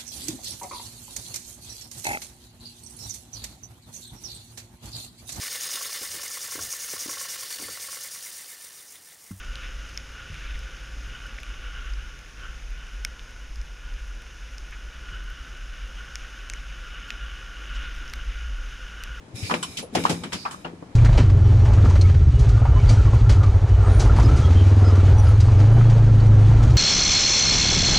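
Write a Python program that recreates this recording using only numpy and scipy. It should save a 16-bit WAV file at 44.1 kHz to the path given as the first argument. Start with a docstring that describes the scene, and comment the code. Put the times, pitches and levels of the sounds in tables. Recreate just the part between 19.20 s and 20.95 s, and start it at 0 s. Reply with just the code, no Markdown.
"""A pneumatic cartoning machine runs through one cycle, heard from close above its turntable.
Slides and grippers clack against their stops, and the impacts excite the modes of panels, frame and steel.
Strokes end in dull thumps and hollow knocks, both heavily damped vibrations. Compressed air hisses from
the valves through a resonant exhaust pipe, then bleeds away and leaves the hum of the factory hall."""
import sys
import numpy as np
from scipy import signal
from scipy.io import wavfile

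SR = 44100
rng = np.random.default_rng(int(sys.argv[2]) if len(sys.argv) > 2 else 0)


def unload_wav(signal):
    """Save mono or channel-first audio to the path in sys.argv[1] as 16-bit WAV at rate SR, clipped to [-1, 1]."""
    wavfile.write(
        sys.argv[1],
        SR,
        np.round(np.clip(np.atleast_2d(signal).T, -1, 1) * 32767).astype(np.int16),
    )


N = 77175
T = np.arange(N) / SR
ATTACK_S, BASS_PAN_DB = 0.0022, 3
# each side hears a different colour: frequency_hz, left_minus_right_db
SIDE_BALANCE = [(750, 3), (1400, -2), (2800, 4.5), (5600, -7.5), (11000, 5)]


def from_db(db):
    """Amplitude grows tenfold with every 20 dB."""
    return 10 ** (np.asarray(db) / 20)


def rms_one(x):
    """Normalisation to unit rms."""
    return x / np.sqrt(np.mean(x ** 2) + 1e-20)


def pan(db):
    """A level difference places a sound: left and right gains, positive to the left."""
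    return from_db(np.array([[.5], [-.5]]) * db)


def at_hz(points, hz):
    """Interpolation of a table on a log-frequency axis."""
    frequencies, values = np.transpose(points)
    return np.interp(np.log(hz), np.log(frequencies), values)


def drift(rate_hz):
    """Random modulation: straight lines between standard normal values."""
    return np.interp(T * rate_hz, np.arange(N), rng.standard_normal(N))


def noise_bands():
    """Partial coherence: narrow bands of stereo noise, alike in the bass and diffuse in the treble."""
    # likeness of left and right: frequency_hz, correlation
    coherence = [(250, 0.89), (550, 0.45), (1100, 0)]
    edges = 22 * 2 ** (np.arange(25) / 2.5)
    white = rng.standard_normal((2, 2, N + SR // 4))
    for k, hz in enumerate(np.sqrt(edges[1:] * edges[:-1])):
        sos = signal.butter(2, edges[k:k + 2], "band", fs=SR, output="sos")
        mid, side = signal.sosfilt(sos, white[k % 2])[:, -N:]
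        alike = np.clip(at_hz(coherence, hz), -1, 1)
        stereo = np.sqrt(1 + alike) * mid + np.sqrt(1 - alike) * side * [[1], [-1]]
        yield hz, pan(at_hz(SIDE_BALANCE, hz)) * rms_one(stereo)


def resonant_noise(hz, width_hz):
    """A resonance selects one band from white stereo noise; rms about 1."""
    sos = signal.butter(1, [max(hz - width_hz / 2, 20), hz + width_hz / 2], "band", fs=SR, output="sos")
    band = signal.sosfilt(np.vstack([sos, sos]), rng.standard_normal((2, N)))
    return pan(at_hz(SIDE_BALANCE, hz)) * rms_one(band)


def struck(modes, blows, spread_db):
    """Modal superposition: each blow excites every decaying mode with a partly random strength."""
    start_s, blow_db = np.transpose(blows)
    scatter_db = spread_db * rng.standard_normal((len(blows), len(modes)))
    out = 0
    for k, (hz, mode_db, t60) in enumerate(modes):
        impulses = np.full(N, 1e-18)
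        polarity = (-1) ** (k // 2)
        impulses[(start_s * SR).astype(int)] = polarity * from_db(blow_db + mode_db + scatter_db[:, k])
        radius, angle = np.exp(-np.log(1000) / (t60 * SR)), 2 * np.pi * hz / SR
        feedback = [1, -2 * radius * np.cos(angle), radius ** 2]
        out = out + signal.lfilter([0, np.sin(angle)], feedback, impulses)
    return out


def damped_swing(start_s, hz, peak_db, swell_s, steepness=2.56):
    """Heavy damping: a vibration swells and dies within a few cycles."""
    age = np.maximum(T - start_s, 0)
    envelope = (age / swell_s * np.exp(1 - age / swell_s)) ** steepness
    return from_db(peak_db) * envelope * np.sin(2 * np.pi * hz * age)


def factory_hum(waver_db=-0.9):
    """Other machines in the hall add incoherently to a steady, slightly wavering wash."""
    # spectrum of the hum: frequency_hz, band_level_db
    spectrum = [(28, -73), (110, -58), (1000, -61), (4000, -68), (9500, -71.5), (12000, -105)]
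    return sum(noise * from_db(at_hz(spectrum, hz) + waver_db * drift(11)) for hz, noise in noise_bands())


def slide_rumble():
    """Rolling noise of the guides drives a broad, low resonance of the frame."""
    # rumble as the slides travel: time_s, level_db
    travel = [(0, -64), (.19, -43.5), (.45, -46), (.705, -59), (.735, -38), (.85, -40.5), (1.1, -51.5)]
    level = from_db(np.interp(T, *np.transpose(travel)))
    return level * resonant_noise(224.5, width_hz=282)[0] * pan(BASS_PAN_DB)


def exhaust_hiss(flutter_db=-0.5, broad_db=-7, pipe_db=-7, fall_db=0.98, pipe_q=10):
    """Turbulent air makes a broad hiss and excites the exhaust pipe's evenly spaced resonances."""
    # air leaving the valves: time_s, level_db
    outflow = [(.125, -84), (.158, -41), (.3, -38.5), (.41, -47), (.52, -44), (.62, -49), (.70, -98),
               (.74, -47), (.79, -38), (.93, -43), (1.08, -54.5), (1.18, -48), (1.42, -57), (1.56, -72)]
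    # spectrum of the broad hiss: frequency_hz, gain_db
    colour = [(900, -5), (2600, 8), (11000, 2), (12500, -3.5)]
    broad = 0
    for hz, noise in noise_bands():
        low_cut_db = 60 * (hz < colour[0][0])
        broad = broad + noise * from_db(at_hz(colour, hz) + flutter_db * drift(36.4) - low_cut_db)
    pipe_hz = 2370 + 1422 * np.arange(7)
    pipe = sum(from_db(pipe_db - fall_db * k) * resonant_noise(hz, hz / pipe_q)
               for k, hz in enumerate(pipe_hz))
    level = from_db(np.interp(T, *np.transpose(outflow)))
    return level * (from_db(broad_db) * rms_one(broad) + pipe)


def thumps():
    """Cushioning damps the end of a stroke to a brief low vibration, heard to the left."""
    # ends of strokes: start_s, pitch_hz, peak_db
    strokes = [(0.136, 110.7, -29), (0.222, 100.4, -22), (0.488, 95, -39), (0.777, 98, -30.5),
               (0.921, 89, -32), (1.001, 87, -37.5), (1.135, 89, -36.5)]
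    return sum(damped_swing(*stroke, swell_s=0.013) for stroke in strokes) * pan(5.5)


def throttle_jets():
    """Jet noise: a throttle sings in one band while its cylinder moves."""
    # flow through the throttles: start_s, length_s, pitch_hz, level_db
    jets = [(0.157, 0.088, 5450, -46.5), (0.223, 0.06, 2520, -39), (0.232, 0.084, 4750, -40.5),
            (1.117, 0.18, 4740, -43.5)]
    out = 0
    for start_s, length_s, hz, db in jets:
        progress = np.clip((T - start_s) / length_s, 0, 1)
        opening = np.sqrt(np.abs(np.sin(np.pi * progress)))
        out = out + from_db(db) * opening * resonant_noise(hz, width_hz=1100)
    return out


def clacks(crack_db=4, crack_s=0.0012, grain_db=1, bass_exponent=0.25):
    """Impacts excite dense panel modes that overlap into a grainy rattle; the hall reverberates."""
    # points of each impact's spectrum: frequency_hz
    spectrum_hz = [220, 550, 1100, 2700, 9000]
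    # parts hit their stops: start_s, level_db at each of the five spectrum_hz, rattle_t60_s
    impacts = [ (0.296, -59, -42.5, -30, -40, -52, 0.19), (0.3084, -24, -28.5, -24, -26.5, -43, 0.098),
               (0.338, -28, -30, -29.5, -27, -38.5, 0.12), (0.4278, -75, -43, -49, -31.5, -29.5, 0.12),
               (0.57, -45, -52, -94, -30, -32, 0.16), (0.586, -29, -50, -42.5, -35, -32.5, 0.11),
               (0.627, -49, -35, -57, -65, -47, 0.16), (0.75, -22.5, -22, -32.5, -25, -26.5, 0.11),
               (0.767, -24, -31, -37.5, -26.5, -102, 0.17), (0.837, -26, -38, -38.5, -29, -31.5, 0.041),
               (0.851, -32.5, -34, -28, -29.5, -40.5, 0.18), (0.894, -19.5, -29, -31.5, -29.5, -26, 0.18),
               (1.035, -28, -43, -39.5, -34.5, -46, 0.15), (1.121, -50, -47, -36.5, -34, -43, 0.1),
               (1.129, -26.5, -42, -36.5, -29, -31.5, 0.15), (1.252, -46, -45.5, -29, -40, -68, 0.17),
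               (1.309, -40, -60, -39, -48.5, -38.5, 0.22), (1.446, -43.5, -36.5, -37, -41.5, -59, 0.17),
               (1.624, -39, -31, -40.5, -77, -74, 0.042)]
    # response of the panels: frequency_hz, gain_db
    panels = [(50, -49), (130, -17), (250, -4.5), (1150, 3), (1700, -2), (2600, -1), (10300, -5),
              (12500, -31.5)]
    # the hall's tail relative to the clack: frequency_hz, gain_db
    hall_gain = [(150, -35), (1200, -24.5), (10000, -42)]
    # reverberation time of the hall: frequency_hz, t60_s
    hall_t60 = [(150, 0.3), (10000, 1)]
    rows, coarse_s = np.array(impacts), T[::16]
    age = np.maximum(coarse_s - rows[:, :1], 0)
    onset = (1 - np.exp(-age / ATTACK_S)) ** 2
    crack = from_db(crack_db) ** 2 * np.exp(-age / crack_s)   # first contact stands out of the rattle
    grain = rms_one(from_db(grain_db * drift(700)))
    decay = -2 * np.log(1000) * age   # power falls 60 dB in one t60
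    out = 0
    for hz, noise in noise_bands():
        impact_db = np.array([np.interp(np.log(hz), np.log(spectrum_hz), row[1:-1]) for row in rows])
        power = from_db(impact_db + at_hz(panels, hz))[:, None] ** 2 * onset
        t60 = rows[:, -1:] * max(spectrum_hz[2] / hz, 1) ** bass_exponent   # the bass lingers
        rattle = (power * (np.exp(decay / t60) + crack)).sum(axis=0)
        tail = (power * np.exp(decay / at_hz(hall_t60, hz))).sum(axis=0)
        tail *= from_db(at_hz(hall_gain, hz)) ** 2
        band_power = np.interp(T, coarse_s, rattle) * grain ** 2 + np.interp(T, coarse_s, tail)
        out = out + noise * np.sqrt(band_power)
    return out


def knocks(lag_s=0.00031):
    """Damped hollow resonances, placed to the left by a time and a level difference."""
    # hollow knocks: start_s, pitch_hz, peak_db, swell_s
    blows = [(.2975, 1000, -23, 0.0034), (.311, 1130, -14.5, .0028), (.3385, 514, -22.5, 0.0021),
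             (.340, 2300, -12.5, 0.00088), (.752, 755, -17.5, .005), (.852, 1010, -3.5, 0.0017),
             (1.2505, 2480, -30.5, 0.003), (1.2535, 852, -25, 0.0055), (1.259, 1151, -20, 0.0048),
             (1.344, 1150, -26, 0.0019), (1.533, 337, -30, 0.0031)]
    left = sum(damped_swing(*blow) for blow in blows)
    right = sum(damped_swing(start_s + lag_s, *shape) for start_s, *shape in blows)
    return np.array([left, right]) * pan(2)


def frame_boom():
    """Free vibration: after a heavy blow the frame booms as one body in its low modes."""
    # modes of the frame: pitch_hz, gain_db, t60_s
    modes = [(170.57, 0.5, 0.69), (253.2, -4, 0.34), (273.3, -7, 0.61), (335.5, -2.5, 0.35),
             (372.2, -4, 0.27), (492, -1, 0.29), (858, -1.5, 0.17)]
    # blows that reach the frame: start_s, level_db
    jolts = [(0.312, -32), (.753, -28.5), (.898, -31.5), (1.02, -43.5), (1.452, -38.5)]
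    return struck(modes, jolts, spread_db=2) * pan(BASS_PAN_DB)


def fitting_pings():
    """Small struck steel fittings each ring in a narrow band that decays exponentially."""
    # hits on the fittings: start_s, pitch_hz, level_db, t60_s
    pings = [(0.428, 1083, -25, 0.089), (0.427, 1424, -31, 0.081), (0.625, 10240, -40.5, 0.13),
             (1.446, 2860, -32, 0.06)]
    out = 0
    for start_s, hz, db, t60 in pings:
        age = np.maximum(T - start_s, 0)
        envelope = np.minimum(age / ATTACK_S, 1) * np.exp(-np.log(1000) * age / t60)
        out = out + from_db(db) * envelope * resonant_noise(hz, width_hz=200)
    return out


def steel_stops(detune=0.0216):
    """Struck stops ring in clusters of three close modes that beat, differently on each side."""
    # modes of the stops: pitch_hz, gain_db, t60_s
    modes = [(3050, 0.5, 0.092), (3490, -9.5, .08), (5460, -13.5, 0.18), (7860, -3, 0.056),
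             (10270, -9.5, 0.11)]
    # bare steel meets a stop: start_s, level_db
    hits = [(.428, -26.5), (.572, -40), (.897, -35.5), (1.036, -39), (1.13, -37.5), (1.311, -44)]
    sides = []
    for _ in range(2):
        clusters = [(hz * (1 + detune * rng.uniform(-0.96, 1)), db, t60)
                    for hz, db, t60 in modes for _ in range(3)]
        sides.append(struck(clusters, hits, spread_db=1))
    return np.array(sides)


def scene():
    """Superposition of the machine's impacts, rumble and air with the hall's hum."""
    impacts = clacks() + frame_boom() + steel_stops() + fitting_pings() + thumps() + knocks()
    return impacts + slide_rumble() + exhaust_hiss() + throttle_jets() + factory_hum()


def record(dry):
    """An elliptic low-pass filter cuts the top treble steeply."""
    cutoff_hz = 15400
    return signal.sosfilt(signal.ellip(10, .1, 80, cutoff_hz, fs=SR, output="sos"), dry)


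dry = scene()
out = record(dry)
unload_wav(out)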